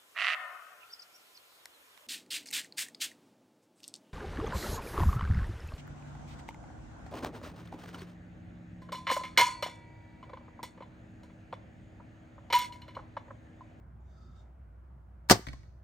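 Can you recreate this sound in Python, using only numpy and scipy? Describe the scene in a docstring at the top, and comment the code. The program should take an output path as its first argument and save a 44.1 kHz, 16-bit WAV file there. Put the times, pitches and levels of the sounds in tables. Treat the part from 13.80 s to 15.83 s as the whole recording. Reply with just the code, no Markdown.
"""Bow shot in a walled yard

A recurve bow is drawn: friction noise through shaft resonances as the shaft slides over the rest.
The string is loosed: coloured grit rasps, slaps ring limbs and riser as dying sines, ticks snap.
The arrow thuds into the target (struck modes, crunch noise); the walls throw it back as echoes and tails.
A low drone wavering in pitch and a distant noise wash lie under everything."""
import sys
import numpy as np
from scipy import signal
from scipy.fft import rfft, irfft
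from scipy.io import wavfile
from scipy.ndimage import uniform_filter1d

SR = 44100
rng = np.random.default_rng(int(sys.argv[2]) if len(sys.argv) > 2 else 0)


def log_audio(samples):
    """Write samples as a 16-bit WAV file to the path given in sys.argv[1]."""
    # one column per channel
    frames = np.atleast_2d(samples).T
    # limit to full scale, then quantise
    limited = np.clip(frames, -1, 1)
    pcm = np.round(limited * 32767).astype(np.int16)
    wavfile.write(sys.argv[1], SR, pcm)


N = 89743

# decay of the yard's reflections: f/Hz, t60/s
YARD_DECAY = [(100, 0.1), (500, 0.22), (2000, .35), (6000, 0.19), (14000, 0.26)]
# decay from the farther walls: f/Hz, t60/s
FAR_DECAY = [(100, .5), (500, 0.44), (2000, 0.44), (6000, 0.7), (14000, .25)]
BACKGROUND_PAN_DB = -0.86  # left minus right


def amp(db):
    """Amplitude factor of a level in dB."""
    return 10 ** (np.asarray(db) / 20)


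def evened(x):
    """Scale to unit RMS over all channels."""
    return x / np.sqrt(np.mean(x ** 2) + 1e-20)


def read(points, hz):
    """Interpolate (Hz, value) points along log frequency."""
    f, value = np.transpose(points)
    return np.interp(np.log(hz + 1), np.log(f + 1), value)


def level(curve, col=1):
    """Gain over the whole scene from (s, dB) points, -140 dB outside."""
    columns = np.transpose(curve)
    return amp(np.interp(np.arange(N) / SR, columns[0], columns[col], left=-140, right=-140))


def add(mix, s, sound):
    """Add a sound to the mix in place from time s, cut at the end."""
    part = mix[round(s * SR):][:len(sound)]
    part += sound[:len(part)]


def balance(pan_db):
    """Left and right gains, pan_db apart."""
    return amp([[pan_db / 2], [-pan_db / 2]])


def coloured(x, points):
    """Shape a spectrum by (Hz, dB) points, then scale to unit RMS."""
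    hz = np.fft.rfftfreq(x.shape[-1], 1 / SR)
    return evened(irfft(rfft(x) * amp(read(points, hz)), x.shape[-1]))


def ring(modes, tilt_db_per_khz=0, turn=1):
    """Dying sines of a struck object, peak near 1; negative turn alternates the modes' polarity."""
    t = np.arange(SR // 4) / SR
    x = 0
    for k, (hz, db, t60) in enumerate(modes):
        decay = amp(db - tilt_db_per_khz * hz / 1000 - 60 * t / t60)
        x = x + turn ** k * decay * np.sin(2 * np.pi * hz * t)
    return x / sum(amp(db) for hz, db, t60 in modes) * 2


def placed(x, lead_s, pan_db):
    """Stereo position by arrival time (positive: left first) and level (positive: left louder)."""
    hz = np.fft.rfftfreq(len(x), 1 / SR)
    side = np.array([[1], [-1]])
    delay = np.exp(1j * np.pi * hz * (side - np.sign(lead_s)) * lead_s)
    return irfft(rfft(x) * delay, len(x)) * balance(pan_db)


def pair(draw, same):
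    """Two channels sharing a fraction of their noise power."""
    same = np.clip(same, 0, 1)
    return np.sqrt(same) * draw[0] + np.sqrt(1 - same) * draw[1:]


def yard(x, decay):
    """Sparse reflections of random sign, each band dying at its own speed."""
    taps = np.zeros((2, SR // 2))
    slots = np.arange(300, SR // 2 - 20, 20)
    shape = (2, len(slots))
    at = slots + rng.integers(0, 20, shape)
    np.put_along_axis(taps, at, rng.choice([-1., 1.], shape), 1)
    hz, t, z = signal.stft(taps, SR, nperseg=256)
    tail = signal.istft(z * amp(-60 * t / read(decay, hz)[:, None]), SR, nperseg=256)[1]
    return signal.fftconvolve(x[None], tail / np.linalg.norm(tail[0]), axes=1)[:, :N]


def wander(s, count):
    """Slow chance: noise averaged twice over s seconds, unit RMS."""
    size = int(s * SR)
    noise = rng.standard_normal((count, N))
    return [evened(uniform_filter1d(uniform_filter1d(v, size), size)) for v in noise]


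def resonate(x, hz, width_hz):
    """A steep resonance: one peak filter applied twice, unit RMS."""
    b, a = signal.iirpeak(hz, hz / width_hz, SR)
    return evened(signal.lfilter(b, a, signal.lfilter(b, a, x)))


def background():
    """Distant wash: noise with drifting time-frequency patches, slowly fading, over faint steady hiss."""
    # wash spectrum: f/Hz, level/dB per Hz (relative)
    wash_colour = [(50, -32), (85, 0.5), (108, -5), (205, -13.5), (304, -24), (354, -17), (425, -31),
                   (451, -27), (660, -21.5), (1090, -28.5), (1450, -30.5), (3200, -54), (4160, -84),
                   (7040, -120)]
    # left-right correlation of the wash: f/Hz, correlation (-1 to 1)
    likeness = [(60, 0.9), (150, 0.93), (380, 0.72), (950, -0.23), (2380, 0.98), (5980, 0.03),
                (15000, -0.55)]
    # hiss spectrum: f/Hz, level/dB per Hz (relative)
    hiss_colour = [(1500, -8), (3000, 1), (5000, -5.5), (9000, -10), (13000, -15.5), (16000, -6)]
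    wash_db, hiss_db, patch_rms_db = -56.5, -89.5, 1.5
    fade_db_per_s = -2  # 0 dB at mid-scene
    frames, hz = N // 512 + 5, np.fft.rfftfreq(2048, 1 / SR)
    a, b, c, d, patches = rng.standard_normal((frames, 1025, 5)).T
    # smooth over 16 bins, then 8 frames
    patches = evened(uniform_filter1d(uniform_filter1d(patches, size=16, axis=0), size=8, axis=1))
    same = np.clip(read(likeness, hz), -1, 1)[:, None]
    left = a + 1j * b
    right = same * left + np.sqrt(1 - same ** 2) * (c + 1j * d)
    z = np.array([left, right]) * amp(read(wash_colour, hz)[:, None] + patch_rms_db * patches)
    wash = amp(wash_db) * evened(signal.istft(z, nperseg=2048, noverlap=1536)[1][:, :N])
    fade = amp(fade_db_per_s * (np.arange(N) - N / 2) / SR)
    hiss = amp(hiss_db) * coloured(rng.standard_normal((2, N)), hiss_colour)
    return (wash * fade + hiss) * balance(BACKGROUND_PAN_DB)


def drone():
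    """A steady-level low sine whose pitch wavers at random, in low-frequency rumble noise."""
    # hum pitch: t/s, f/Hz
    pitch = [(0.0, 62.6), (0.16, 62.6), (0.3, 61.3), (2.03, 61.3)]
    # rumble spectrum: f/Hz, level/dB per Hz (relative)
    rumble_colour = [(15, -40.5), (30, -7.5), (50, 4), (65, 7), (90, 0.5), (140, -50)]
    hum_db, rumble_db = -53, -66
    wobble_rms_hz, wobble_s = 3, 0.019
    hz = np.interp(np.arange(N) / SR, *np.transpose(pitch)) + wobble_rms_hz * wander(wobble_s, count=1)[0]
    hum = amp(hum_db) * np.sqrt(2) * np.sin(2 * np.pi * np.cumsum(hz) / SR)
    rumble = amp(rumble_db) * coloured(rng.standard_normal(N), rumble_colour)
    return (hum + rumble) * balance(BACKGROUND_PAN_DB)


def slide():
    """Friction noise through shaft resonances, which take turns as the free length changes."""
    # draw over the rest: t/s, level/dB
    stroke = [(0.2, -91), (0.312, -76.5), (0.394, -73), (0.512, -75.5), (0.518, -74.5), (0.59, -71.5),
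              (0.596, -69.5), (0.8, -102)]
    # shaft resonances: f/Hz, width per filter pass/Hz, level/dB, loudest at t/s
    shaft = [(1310, 130, 4.5, .46), (3673, 114, -6.5, .57), (3720, 320, -7.5, 0.3), (4770, 870, -6.5, 0.41),
             (5700, 170, -25, 0.7), (5870, 600, -10, 0.28), (6800, 600, -4, 0.14)]
    spread_s, hiss_db, same = .13, -10, .5
    judder_rms_db, judder_s = 1.5, 0.019
    t = np.arange(N) / SR
    noise = pair(rng.standard_normal((3, N)), same)
    rings = np.zeros((2, N))
    for hz, width_hz, db, s in shaft:
        turn = np.exp(-((t - s) / spread_s) ** 2)
        rings += amp(db) * turn * resonate(noise, hz, width_hz)
    band = signal.butter(4, [3000, 7500], "band", fs=SR, output="sos")
    hiss = amp(hiss_db) * evened(signal.sosfilt(band, noise))
    judder = amp(judder_rms_db * wander(judder_s, count=1)[0])
    return level(stroke) * judder * (rings + hiss)


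def rasp():
    """Shaft and string rush past the bow: dense uneven grit coloured by the bow, its top band dying first."""
    # rush: t/s, main level/dB, top-band level/dB
    rush = [(1.488, -50, -53.5), (1.4974, -38.5, -57.5), (1.4984, -18.5, -33), (1.506, -19.5, -33.5),
            (1.511, -14.5, -26), (1.519, -16.5, -28), (1.53, -26, -43), (1.545, -36, -60.5),
            (1.57, -48, -69.5)]
    # main spectrum: f/Hz, level/dB per Hz (relative)
    main_colour = [(530, -23.5), (900, -3), (1720, -11.5), (2040, -10.5), (2580, -16), (2780, -16.5),
                   (4570, -10.5), (5470, -11.5), (6000, -13), (7450, -17.5), (8500, -21.5), (11000, -51.5),
                   (18700, -120)]
    # top-band spectrum: f/Hz, level/dB per Hz (relative)
    top_colour = [(6500, -41), (8200, -3.5), (10500, -8.5), (14500, -3), (16000, -12)]
    grit_db, grits_per_s, same = 2.5, 16000, .3
    top_pan_db, yard_db, far_db = 2.5, -20, -28.5
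    strength = amp(grit_db * np.minimum(rng.exponential(1, (3, N)), 5))
    grit = strength * (rng.random((3, N)) < grits_per_s / SR)
    noise = pair(grit * rng.standard_normal((3, N)), same)
    top = coloured(noise, top_colour) * balance(top_pan_db)
    out = level(rush) * coloured(noise, main_colour) + level(rush, col=2) * top
    mono = out.mean(0)
    return out + amp(yard_db) * yard(mono, YARD_DECAY) + amp(far_db) * yard(mono, FAR_DECAY)


def slaps_and_echo():
    """The string slaps, bounces and a late soft echo: soft pulses ring limbs and riser; the string swings on."""
    # slaps, the last an echo: t/s, limb level/dB, riser level/dB
    slaps = [(1.4984, -44.5, -30.5), (1.5035, -25, -24.5), (1.51, -11.5, -30.5), (1.5127, -28.5, -4.5),
             (1.518, -24, -12.5), (1.524, -16, -16.5), (1.531, -24.5, -26), (1.557, -34, -26),
             (1.572, -39, -42), (1.594, -36.5, -40)]
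    # limb modes: f/Hz, level/dB, t60/s
    limb_modes = [(205, 1, 0.039), (250, -1, 0.051), (310, -5, 0.073), (368.7, -3, 0.083)]
    # riser modes: f/Hz, level/dB, t60/s
    riser_modes = [(548.7, -9.5, .06), (745, 5.5, 0.023), (936, -9, 0.029), (1120, -4, 0.017),
                   (1300, -14.5, .03), (1710, -4.5, .025)]
    contact_s = 0.00058  # to the pulse peak
    twang_s, twang_hz, twang_db, twang_rise_s, twang_t60_s = 1.51, 111, -13.5, 0.023, 0.13
    out, t = np.zeros(N), np.arange(300) / SR
    push = np.exp(-((t - contact_s) / contact_s * 2) ** 2)
    push /= push.sum()
    limbs = np.convolve(ring(limb_modes), push)
    riser = np.convolve(ring(riser_modes), push)
    for s, limb_db, riser_db in slaps:
        add(out, s - contact_s, amp(riser_db) * riser - amp(limb_db) * limbs)
    u = np.arange(SR // 2) / SR
    swing = amp(twang_db - 60 * u / twang_t60_s) * (1 - np.exp(-(u / twang_rise_s) ** 2))
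    add(out, twang_s, swing * np.sin(2 * np.pi * twang_hz * u))
    return out


def sharp_ticks():
    """Nock, serving and fletching tick: damped cycles with a spit of noise."""
    # ticks: t/s, level/dB, f/Hz
    tick_list = [(1.4984, -4.5, 1800), (1.5001, -16.5, 1600), (1.509, -18, 4500), (1.5095, -7.5, 5000),
                 (1.5131, -9, 5500), (1.517, -12, 5000), (1.5185, -6.5, 5000)]
    decay_s, hiss = .0006, 0.31  # time constant; noise per unit sine
    out, t = np.zeros(N), np.arange(300) / SR
    for s, db, hz in tick_list:
        cycles = np.sin(2 * np.pi * hz * t) + hiss * rng.standard_normal(300)
        add(out, s, amp(db) * np.exp(-t / decay_s) * cycles)
    return out


def bow():
    """Slaps with their echo and ticks share an arrival lead, have their own pan, and reflect in the yard."""
    lead_s, slap_pan_db, tick_pan_db, wet_db = .00012, 1.5, 5, -18.5
    slaps, ticks = slaps_and_echo(), sharp_ticks()
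    direct = placed(slaps, lead_s, slap_pan_db) + placed(ticks, lead_s, tick_pan_db)
    return direct + amp(wet_db) * yard(slaps + ticks, YARD_DECAY)


def target():
    """A blow and short crunch ring face and shaft over a low thud; echoes have their own dullness and side."""
    # hit, then echoes: t/s, level/dB, thud level/dB, dullness/(dB/kHz), left lead/s, left minus right/dB
    hits = [(1.6685, -32, -30.5, 0.3, .0005, 4), (1.685, -36, -34.5, -.3, -.00047, -5),
            (1.7313, -32, -37.5, 3.5, .00013, -1.5), (1.832, -53.5, -55.5, 2, .00007, -9)]
    # face and shaft modes: f/Hz, level/dB, t60/s
    face_modes = [(1080, -9, .035), (1500, -12, .02), (1920, -2, .028), (2260, -1, .025), (3650, -14, .012),
                  (4300, -8, .014), (4600, -4, .022), (6150, -18, .006), (7400, -18, .006)]
    # thud modes: f/Hz, level/dB, t60/s
    thud_modes = [(66.46, -17, 0.24), (118, -2, 0.03), (262.5, -9.5, 0.032), (575, -13.5, 0.018)]
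    # crunch spectrum: f/Hz, level/dB per Hz (relative)
    crunch_colour = [(300, -10), (1000, 4), (2500, -3), (5000, -4), (9000, -16.5), (16000, -25)]
    crunch_db, crunch_s, rise_s = -6, .006, .002
    crunch_khz = 2.5  # middle of the crunch, for its dulling
    rattle, wet_db, ring_wet_db = 0.62, -7, -4
    rings, rest, t = np.zeros((2, N)), np.zeros((2, N)), np.arange(1600) / SR
    shape = (1 - np.exp(-(t / rise_s) ** 2)) * np.exp(-t / crunch_s)
    for s, db, thud_db, dull_db_per_khz, lead_s, pan_db in hits:
        noise = rng.standard_normal(1600)
        tone, body = np.zeros(N), np.zeros(N)
        modes = amp(db) * ring(face_modes, dull_db_per_khz, turn=-0.98)
        burst = noise * shape / np.linalg.norm(shape)
        add(tone, s, modes)
        add(tone, s - rise_s, rattle * signal.fftconvolve(burst, modes))
        crunch_gain = amp(db + crunch_db - dull_db_per_khz * crunch_khz)
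        add(body, s - rise_s, crunch_gain * coloured(noise, crunch_colour) * shape)
        add(body, s + crunch_s, amp(thud_db) * ring(thud_modes))
        rings += placed(tone, lead_s, pan_db)
        rest += placed(body, lead_s, pan_db)
    send = (rest + amp(ring_wet_db) * rings).mean(0)
    return rings + rest + amp(wet_db) * yard(send, FAR_DECAY)


def scene():
    """Sum of all layers in stereo."""
    return background() + drone() + slide() + rasp() + bow() + target()


def record(dry):
    """Low cut and upper band limit."""
    low_cut_hz, edge_hz = 25, 16250
    high_pass = signal.butter(2, low_cut_hz, "high", fs=SR, output="sos")
    low_pass = signal.firwin(1023, edge_hz, window=("kaiser", 12), fs=SR)
    return signal.oaconvolve(signal.sosfilt(high_pass, dry), low_pass[None], "same")


dry = scene()
out = record(dry)
log_audio(out)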